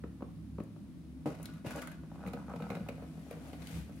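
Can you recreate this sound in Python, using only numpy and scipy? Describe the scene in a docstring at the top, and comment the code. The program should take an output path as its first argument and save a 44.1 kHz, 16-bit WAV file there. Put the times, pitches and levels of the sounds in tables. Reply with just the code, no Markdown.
"""Powder box and mixing bowl

A cardboard box of powder is tapped over a plastic bowl, knocked, shaken and put away. Each hit
makes it ring briefly, and it creaks as it sticks and slips in the grip. Fingers then work the
powder in the bowl, which rubs and bumps on the counter. A small kitchen hums behind.
The microphone is close, and its left side is brighter."""
import sys
import numpy as np
from scipy import signal
from scipy.fft import rfft, irfft, next_fast_len
from scipy.io import wavfile

SR = 44100
rng = np.random.default_rng(int(sys.argv[2]) if len(sys.argv) > 2 else 0)


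def file_out(sig):
    """Save sig as 16-bit WAV at sys.argv[1]."""
    # one column per channel
    cols = np.atleast_2d(sig).T
    # limit, then scale
    lim = np.clip(cols, -1, 1)
    pcm = np.round(lim * 32767).astype(np.int16)
    wavfile.write(sys.argv[1], SR, pcm)


N = 176400
T = np.arange(N) / SR
RING_T = np.arange(SR // 3) / SR  # the clock for a single hit

# Levels are relative. A fade_s is the time a sound takes to drop by 60 dB.
# Finger taps on the box: start_s, level_db, bass_db
TAPS = [(.038, -27, 0.5), (0.2062, -36, -20), (0.2219, -27.5, 1), (0.583, -30, 1.5), (.5965, -38, -7),
        (.602, -31.5, 7.5), (0.762, -41, -1.5), (1.397, -36, -14), (2.0338, -38.5, -16)]
# Tones of the tapped panel: pitch_hz, level_db, fade_s
PANEL_TONES = [(206, -2, 0.039), (315, -2, 0.04), (404, -5, 0.038), (545, -9, 0.033), (684, -21, 0.03),
               (930, -18.5, 0.029), (1136, -13, 0.022), (1334, -12, 0.014), (1980, -24, 0.0077)]
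# Hollow knocks of the whole box: start_s, level_db, rattle_db, thump_db
KNOCKS = [(1.258, -27, -5, -6), (1.2712, -30.5, -7, -2.5), (1.2845, -44, 2, -11), (1.647, -39, -0.5, -18),
          (1.664, -43.5, -1, 11), (1.754, -37.5, -2.5, -19), (1.7605, -46, 2, -16), (1.774, -41, -5, -13)]
# Tones of the box walls: pitch_hz, level_db, fade_s
WALL_TONES = [(218, -9, 0.12), (308, -0.5, 0.1), (394, -19, 0.049), (451.4, -12, 0.11), (519, -9, 0.06),
              (592, -1.5, 0.065), (720, -16, 0.05), (746, -13, 0.069), (994, -21, 0.038),
              (1360, -22, 0.044)]
# Rattle of the contents: pitch_hz, level_db
RATTLE_COLOUR = [(100, -21), (300, 4.5), (650, 2), (1000, -8), (1600, -17.5), (2700, -19), (3600, -28.5),
                 (11000, -38.5), (15500, -42)]
# Bumps of the box being set down: start_s, level_db, crack_db, bass_db
BUMPS = [(2.264, -35, -4.5, 2), (2.275, -36, -4, 6), (2.335, -28, -10.5, -6), (2.343, -35.5, -18, 11.5),
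         (2.537, -31.5, -18, 5), (2.561, -41, -4, 10), (2.604, -33.5, -12, 1), (2.622, -41.5, 3, 13),
         (2.64, -44, -25, 16), (2.702, -29.5, -2.5, 6), (2.717, -31.5, -14, 5.5), (2.751, -34.5, -1, 5),
         (2.769, -31, -13, 3), (2.806, -39, -12, 17.5), (2.8868, -27.5, -5.5, -2)]
# Tones of the box meeting the counter: pitch_hz, level_db, fade_s
COUNTER_TONES = [(109, -22, 0.18), (175, -4.5, 0.085), (254, -8.5, 0.07), (411, -3, 0.027),
                 (476.5, -2, 0.06), (562, -6, 0.072), (710, -5, 0.028), (890, -17.5, 0.026),
                 (1293, -9, 0.028)]
# Crack of a hard hit: pitch_hz, level_db
CRACK_COLOUR = [(300, 9.5), (800, 4.5), (1400, 4.5), (1800, -1), (2400, 6), (3300, -12), (3950, -5),
                (5000, -16.5), (11000, -24), (15500, -19)]
# Tones of the box's stiff corner: pitch_hz, level_db, fade_s
CORNER_TONES = [(2157, -10, 0.031), (2380, -1.5, 0.014), (3906, -10.5, .025)]
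# Snaps of the flap and loose grains: start_s, level_db, paper_db, paper_pitch_ratio, paper_fade_s
SNAPS = [(0.602, -64.5, 9.5, 1.27, .03), (0.636, -63, -10, 2, .06), (1.429, -45, -23, 2.7, .06),
         (1.456, -48.5, 4, 2.67, .03), (1.4575, -57, 9, 1.52, 0.023), (1.538, -61.5, 3, 0.94, .06),
         (1.666, -55, 4, 1.8, 0.13), (1.69, -63, 11, 1.4, 0.054), (1.707, -46.5, 4, 1.16, 0.063),
         (1.714, -54, 5, 1.4, .05), (1.76, -47.5, -6, 1, .05), (1.778, -53.5, 4, 1.04, 0.065),
         (1.793, -62, 1, 2, 0.068), (1.818, -46, 1, 1.5, 0.032), (1.823, -50, 4.5, 0.92, 0.081),
         (1.8725, -48, 4.5, 1.05, 0.064), (1.916, -54.5, 3, 1.2, 0.08), (2.274, -55.5, -12, 1.5, 0.048),
         (2.283, -59.5, 7, 1.6, 0.047), (2.333, -55.5, -2, 2.6, 0.048), (2.559, -66, 7, 2.4, 0.044),
         (2.886, -56.5, -11, 2.2, .06), (3.3095, -52, -2.5, 1.6, .04), (3.327, -60.5, 5, 1.3, .06),
         (3.475, -62, -5, 2, .03), (3.531, -62, 4, 2.1, .03), (3.62, -62, 7, 2.9, .03),
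         (3.671, -50.5, 4, 2.04, 0.028), (3.963, -62, -20, 2, .04)]
# Bright tick of a snap, with the microphone's own high ringing peaks: pitch_hz, level_db
TICK_AND_MIC_COLOUR = [(1000, -12), (3000, 0), (5000, -38), (6500, 9), (8000, -2.5), (9700, 8.5),
                       (10700, -5), (11800, 9.5), (13300, -12), (15500, 6)]
# Papery rattle of a snap: pitch_hz, level_db
PAPER_COLOUR = [(300, -3), (1100, 2), (1460, 13), (1700, -4), (1950, 8), (2500, -4.5), (3000, -4),
                (3700, -8), (5500, -18), (12000, -41)]
# Spells of creaking: start_s, end_s, first_slips_per_s, last_slips_per_s, first_db, last_db
CREAKS = [(2.1125, 2.147, 31.5, 33, -45.5, -48), (2.16, 2.265, 60, 104, -44.5, -38.5),
          (2.264, 2.272, 96, 90, -39, -42), (2.29, 2.335, 83, 107, -43, -46),
          (2.362, 2.41, 72, 102, -39.5, -40), (2.417, 2.454, 91, 70, -45, -56),
          (2.479, 2.485, 53, 47, -44.5, -42), (2.4915, 2.525, 256, 190, -39, -39),
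          (2.536, 2.542, 294, 300, -40, -38), (2.561, 2.563, 260, 330, -37, -36),
          (2.597, 2.605, 246, 249, -43.5, -29), (2.62, 2.67, 110, 110, -36.5, -42),
          (2.693, 2.79, 90, 140, -40, -49.5), (2.866, 2.879, 106, 100, -43, -43),
          (2.911, 3.053, 113, 97, -57, -52)]
# Tones of the gripped cardboard: pitch_hz, level_db, fade_s
GRIP_TONES = [(112, -16.5, 0.23), (195.5, -6.5, 0.15), (485, -10, 0.038), (600, -5.5, 0.024),
              (770, -1, 0.018), (960, -5, 0.016), (1280, -5.5, 0.019), (1410, -11.5, 0.0086),
              (2310, -27, .012)]
# Fibres tearing loose at each slip: pitch_hz, level_db
RASP_COLOUR = [(300, -6), (800, -0.5), (1300, -5), (1900, -12), (3000, -22.5), (6000, -32), (12000, -42)]
# Loudness of the shaking: time_s, level_db
SHAKE_LEVELS = [(1.25, -82), (1.28, -52.5), (1.37, -60.5), (1.45, -56), (1.47, -58), (1.56, -60.5),
                (1.635, -72.5), (1.662, -47.5), (1.74, -50), (1.775, -45.5), (1.82, -50.5), (1.86, -55),
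                (1.92, -60), (2.02, -71), (2.2, -62.5), (2.29, -60), (2.45, -64), (2.75, -58.5),
                (2.95, -71), (3.1, -75)]
# Hiss of sliding powder and card: pitch_hz, level_db
SLIDE_COLOUR = [(150, 6.5), (300, 8.5), (400, 3.5), (580, -2), (880, -1.5), (1200, 1), (1460, -3),
                (1700, -20), (1950, -5.5), (2500, -5.5), (3000, -11), (3600, -14.5), (4800, -14.5),
                (8000, -19.5), (9700, -21), (10700, -20), (11700, -20.5), (13500, -28), (15500, -31)]
# Tones of the open flap: pitch_hz, level_db, fade_s
FLAP_TONES = [(623, 2.5, .035), (1457, -1.5, 0.046), (1697, -7, 0.059), (2008, -7.5, 0.025),
              (2537, -7.5, 0.045), (2883, -6.5, 0.033), (3820, -11, 0.03), (6600, -21, 0.0078)]
# Nudges of the bowl: start_s, level_db, crack_db
NUDGES = [(2.979, -41, -15), (3.022, -35.5, -14.5), (3.176, -46, -23), (3.264, -46, -20),
          (3.3096, -32.5, -12), (3.37, -37.5, -27), (3.53, -39, -6), (3.62, -45.5, 1), (3.892, -47, -29)]
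# Tones of the plastic bowl: pitch_hz, level_db, fade_s
BOWL_TONES = [(287, -8, 0.034), (451, -1.5, 0.053), (566, 1.5, 0.026), (693, 0, 0.034), (830, -16, 0.02),
              (1300, -17, 0.016)]
# Loudness of fingers brushing the powder: time_s, level_db
BRUSH_LEVELS = [(2.1, -81), (2.6, -71.5), (3.2, -66.5), (3.33, -63.5), (3.4, -64.5), (3.47, -60.5),
                (3.58, -63.5), (3.66, -57.5), (3.72, -53.5), (3.77, -53.5), (3.83, -61), (3.9, -68),
                (4, -63)]
# Hiss of the brushed powder: pitch_hz, level_db
POWDER_COLOUR = [(400, 12), (1000, 1), (2300, 6), (4000, -1), (8000, -6.5), (9700, -6.5), (10700, -8.5),
                 (11800, -5), (13500, -16), (15500, -10.5)]
# Loudness of the bowl rubbing on the counter: time_s, level_db
RUB_LEVELS = [(2.85, -82), (2.98, -58.5), (3.04, -57), (3.12, -65), (3.19, -57.5), (3.24, -68),
              (3.34, -52.5), (3.42, -60), (3.46, -51.5), (3.55, -60), (3.59, -59), (3.7, -59.5),
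              (3.87, -72), (3.9, -54.5), (3.95, -75)]
# Low scrape of the bowl: pitch_hz, level_db
RUB_COLOUR = [(150, 0), (380, -9.5), (460, -7.5), (560, -6.5), (690, -1.5), (850, -12.5), (1400, -14.5),
              (2500, -28.5), (6000, -60)]
# Soft thud of the hand pressing down: pitch_hz, level_db
THUD_COLOUR = [(20, -29), (45, 5), (65, 8), (110, -6.5), (160, 3), (260, -37), (600, -87)]
# The kitchen's echo: pitch_hz, fade_s
ECHO_FADES = [(150, 0.13), (1000, 0.45), (4000, 0.37), (12000, 0.16)]
# Fuzzy tones of the kitchen's hum: pitch_hz, width_hz, level_db
HUM_TONES = [(69.9, 7.5, -53), (107.2, 1.6, -57.5), (161.3, 22.7, -51.5), (205.2, 13.4, -59),
             (253.5, 14.8, -56.5), (323.7, 28, -65.5)]
# Steady rush of room air: pitch_hz, level_db
AIR_COLOUR = [(20, -43), (38, -3), (55, -4), (85, -2.5), (130, -15), (180, -4.5), (290, 1), (370, -16.5),
              (600, -22.5), (1000, -29), (1800, -32.5), (4000, -36), (8000, -43), (9800, -37.5),
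              (10800, -44), (11800, -42), (13500, -49), (15500, -47)]
# How alike left and right are (1 means the same): pitch_hz, likeness
STEREO_LIKENESS = [(30, 0.68), (150, 0.89), (600, 0.8), (1200, 0.46), (2500, 0.04), (6000, 0.071)]
# How much louder the left is than the right: pitch_hz, lead_db
LEFT_LEAD = [(300, 1.5), (2500, -0.5), (4400, 6.5), (8000, 12.5), (12000, 16.5), (15000, 1.5)]

CONTACT_S = 0.00029  # soft things take this long to meet
ONSET = 1 - np.exp(-(RING_T / CONTACT_S) ** 2)
BASS_HZ = 380  # a softer, heavier hit drives the tones below this harder


def box_taps(finger_hz=3000):
    """A fingertip taps powder out of the box; it is too soft to stir much above finger_hz."""
    out = np.zeros((2, N))
    for s, db, bass_db in TAPS:
        panel = ring(PANEL_TONES, vary_db=1, detune=.015, bass_db=bass_db)
        add(out, s, amp(db - 5.5) * (panel + amp(-6.5) * burst(RATTLE_COLOUR, fade_s=0.042)))
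    soften = signal.butter(2, finger_hz, fs=SR, output="sos")
    return cardboard_bend(signal.sosfilt(soften, out))


def box_knocks(thump_hz=136.5, rise_s=0.0039, thump_fade_s=0.11):
    """The box is knocked: its walls ring, the contents rattle and the air inside thumps."""
    out = np.zeros((2, N))
    thump = np.sin(2 * np.pi * thump_hz * RING_T) * (1 - np.exp(-RING_T / rise_s))
    thump *= amp(-60 * RING_T / thump_fade_s)
    for s, db, rattle_db, thump_db in KNOCKS:
        walls = ring(WALL_TONES, vary_db=1, detune=.004)
        rattle = amp(rattle_db) * burst(RATTLE_COLOUR, fade_s=0.14)
        add(out, s, amp(db - 3.5) * (walls + rattle + amp(thump_db + 6.5) * thump))
    return out


def box_bumps():
    """The box meets the counter, each time with a crack that rings its corner."""
    out = np.zeros((2, N))
    for s, db, crack_db, bass_db in BUMPS:
        body = ring(COUNTER_TONES, vary_db=1.5, detune=0.015, bass_db=bass_db)
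        crack = amp(0.5) * burst(CRACK_COLOUR, fade_s=0.053)
        corner = amp(-3.5) * ring(CORNER_TONES, vary_db=3.5, detune=.05)
        add(out, s, amp(db - 6.5) * (body + amp(crack_db) * (crack + corner)))
    return out


def flap_snaps():
    """The flap and loose grains tick with a papery rattle; the microphone adds high ringing peaks."""
    out = np.zeros((2, N))
    for s, db, paper_db, ratio, fade_s in SNAPS:
        tick = burst(TICK_AND_MIC_COLOUR, fade_s=0.023)
        paper = burst([(hz * ratio, level) for hz, level in PAPER_COLOUR], fade_s)
        add(out, s, amp(db) * (tick + amp(paper_db) * paper))
    return out


def grip_creaks(uneven=0.15, spread_db=2.9, rasp_db=-8):
    """Cardboard sticks and slips, faster in a tighter grip; each slip rasps and rings the panel."""
    out = np.zeros((2, N))
    panels = [ring(GRIP_TONES, vary_db=2.5, detune=0.05) for _ in range(16)]
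    slips = [panel + amp(rasp_db) * burst(RASP_COLOUR, fade_s=0.015) for panel in panels]
    for start, end, first_rate, last_rate, first_db, last_db in CREAKS:
        draws, picks = rng.standard_normal((64, 2)), rng.integers(len(slips), size=64)
        s = start
        for (late, size), pick in zip(draws, picks):
            if s >= end:
                break
            rate = np.interp(s, [start, end], [first_rate, last_rate])
            db = np.interp(s, [start, end], [first_db, last_db]) + spread_db * size
            add(out, s + uneven * late / rate, amp(db - 1.5) * slips[pick])
            s += 1 / rate
    return cardboard_bend(out)


def cardboard_bend(x, lag_s=0.0031, bend_hz=373):
    """Low tones travel slower through cardboard, so every hit sweeps quickly downward."""
    return filtered(x, lambda hz: np.exp(-2j * np.pi * lag_s * bend_hz * (1 - np.exp(-hz / bend_hz))))


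def box_shaking(lumps_per_s=110, lump_db=-5.5, spread_db=2):
    """Powder and card slide inside the box while lumps hit the flap at random times."""
    flaps = [ring(FLAP_TONES, vary_db=3, detune=.015) for _ in range(12)]
    gaps, sizes = rng.exponential(size=600), rng.standard_normal(600)
    picks = rng.integers(len(flaps), size=600)
    times, levels = np.transpose(SHAKE_LEVELS)
    rattle = np.zeros((2, N))
    for s, size, pick in zip(times[0] + np.cumsum(gaps) / lumps_per_s, sizes, picks):
        if s < times[-1]:
            db = np.interp(s, times, levels) + lump_db + spread_db * min(size, 2)
            add(rattle, s, amp(db) * flaps[pick])
    return rattle + amp(curve(SHAKE_LEVELS) - 1.5) * grains(SLIDE_COLOUR, per_s=290, spread_db=3.5)


def bowl_nudges():
    """The plastic bowl knocks dully as the hand shifts it."""
    out = np.zeros((2, N))
    for s, db, crack_db in NUDGES:
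        bowl = ring(BOWL_TONES, vary_db=1.5, detune=0.0091)
        add(out, s, amp(db - 6.5) * (bowl + amp(crack_db) * burst(CRACK_COLOUR, fade_s=0.11)))
    return out


def hand_mixing(press_s=3.78, press_width_s=0.04, press_db=-39.5):
    """Fingers brush the powder, the bowl rubs on the counter and the hand presses down once."""
    brush = amp(curve(BRUSH_LEVELS)) * grains(POWDER_COLOUR, per_s=630, spread_db=2.0)
    rub = amp(curve(RUB_LEVELS)) * grains(RUB_COLOUR, per_s=220, spread_db=2.5)
    swell = np.exp(-.5 * ((T - press_s) / press_width_s) ** 2)
    return brush + rub + amp(press_db) * swell * noise(THUD_COLOUR)


def kitchen_echo(x, rise_s=0.0018):
    """The small room answers with a short echo, different on each side."""
    hz, t, bands = signal.stft(rng.standard_normal((2, SR // 2)), SR, nperseg=256)
    fades = amp(-60 * t / along(ECHO_FADES, hz)[:, None])
    tail = signal.istft(bands * fades, SR, nperseg=256)[1]
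    tail = stereo(tail, lambda f: 1) * (1 - np.exp(-np.arange(tail.shape[1]) / SR / rise_s))
    return signal.fftconvolve(x, tail / np.linalg.norm(tail[0]), axes=1)[:, :N]


def kitchen_hum(air_db=-53.5):
    """Narrow bands of noise hum over the soft rush of the room's air."""
    hum = np.zeros((2, N))
    for hz, width, db in HUM_TONES:
        hum += amp(db) * stereo(rng.standard_normal((2, N)), lambda f: 1 / (1 + (2 * (f - hz) / width) ** 2))
    return hum + amp(air_db) * brighten_left(noise(AIR_COLOUR), amount=0.3)


def ring(tones, vary_db, detune, bass_db=0):
    """A struck object rings with fading tones, a little different at every hit."""
    out = np.zeros(len(RING_T))
    for k, (hz, db, fade_s) in enumerate(tones):
        louder, higher = rng.standard_normal(2)
        level_db = db + bass_db * (hz < BASS_HZ) + vary_db * louder
        wave = np.sin(2 * np.pi * hz * (1 + detune * higher) * RING_T)
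        out += (-1) ** k * amp(level_db - 60 * RING_T / fade_s) * wave
    return ONSET * out


def burst(colour, fade_s):
    """A dying puff of noise."""
    return ONSET * noise(colour, size=len(RING_T)) * amp(-60 * RING_T / fade_s)


def grains(colour, per_s, spread_db):
    """Rubbing noise that comes in tiny bursts of uneven size."""
    sizes = amp(spread_db * np.interp(T * per_s, np.arange(N // 8), rng.standard_normal(N // 8)))
    return stereo(rng.standard_normal((2, N)) * sizes, lambda hz: amp(along(colour, hz)))


def noise(colour, size=N):
    """Stereo noise; its colour says how strong each pitch is."""
    return stereo(rng.standard_normal((2, size)), lambda hz: amp(along(colour, hz)))


def stereo(pair, gain):
    """Blend two unrelated signals into a partly alike left and right, at a standard level."""
    def blend(hz):
        angle = np.arccos(np.clip(along(STEREO_LIKENESS, hz), -1, 1)) / 2
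        return gain(hz) * np.array([np.cos(angle), np.sin(angle)])
    mid, side = filtered(pair, blend)
    both = np.array([mid + side, mid - side])
    return both / np.sqrt(np.mean(both ** 2) + 1e-20)


def brighten_left(x, amount):
    """Turn the treble up on the left and down on the right."""
    return filtered(x, lambda hz: amp(amount * np.array([[.5], [-.5]]) * along(LEFT_LEAD, hz)))


def filtered(x, response):
    """Scale each frequency in x by response(hz)."""
    n = x.shape[-1]
    padded = next_fast_len(n + 4096)
    return irfft(rfft(x, padded) * response(np.fft.rfftfreq(padded, 1 / SR)), padded)[..., :n]


def amp(db):
    """Turn decibels into a gain."""
    return 10 ** (np.asarray(db) / 20)


def along(points, hz):
    """Read between a table's rows at any pitch, on a log scale."""
    pitches, values = np.transpose(points)
    return np.interp(np.log(hz + 1), np.log(pitches + 1), values)


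def curve(rows):
    """Join (time_s, value) points with straight lines."""
    return np.interp(T, *np.transpose(rows))


def add(track, s, sound):
    """Mix a sound in at s seconds."""
    part = track[:, max(0, round(s * SR)):][:, :sound.shape[-1]]
    part += sound[..., :part.shape[1]]


def scene(echo_db=-7.5):
    """The box and bowl with their echo, brighter on the left, over the hum."""
    box = box_taps() + box_knocks() + box_bumps() + flap_snaps() + grip_creaks() + box_shaking()
    near = box + bowl_nudges() + hand_mixing()
    return brighten_left(near + amp(echo_db) * kitchen_echo(near), amount=1) + kitchen_hum()


def record(dry, low_hz=67, top_hz=15850):
    """The microphone loses the deepest bass and everything above top_hz."""
    low_cut = signal.butter(2, low_hz, "high", fs=SR, output="sos")
    return filtered(signal.sosfilt(low_cut, dry), lambda hz: hz < top_hz)


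dry = scene()
out = record(dry)
file_out(out)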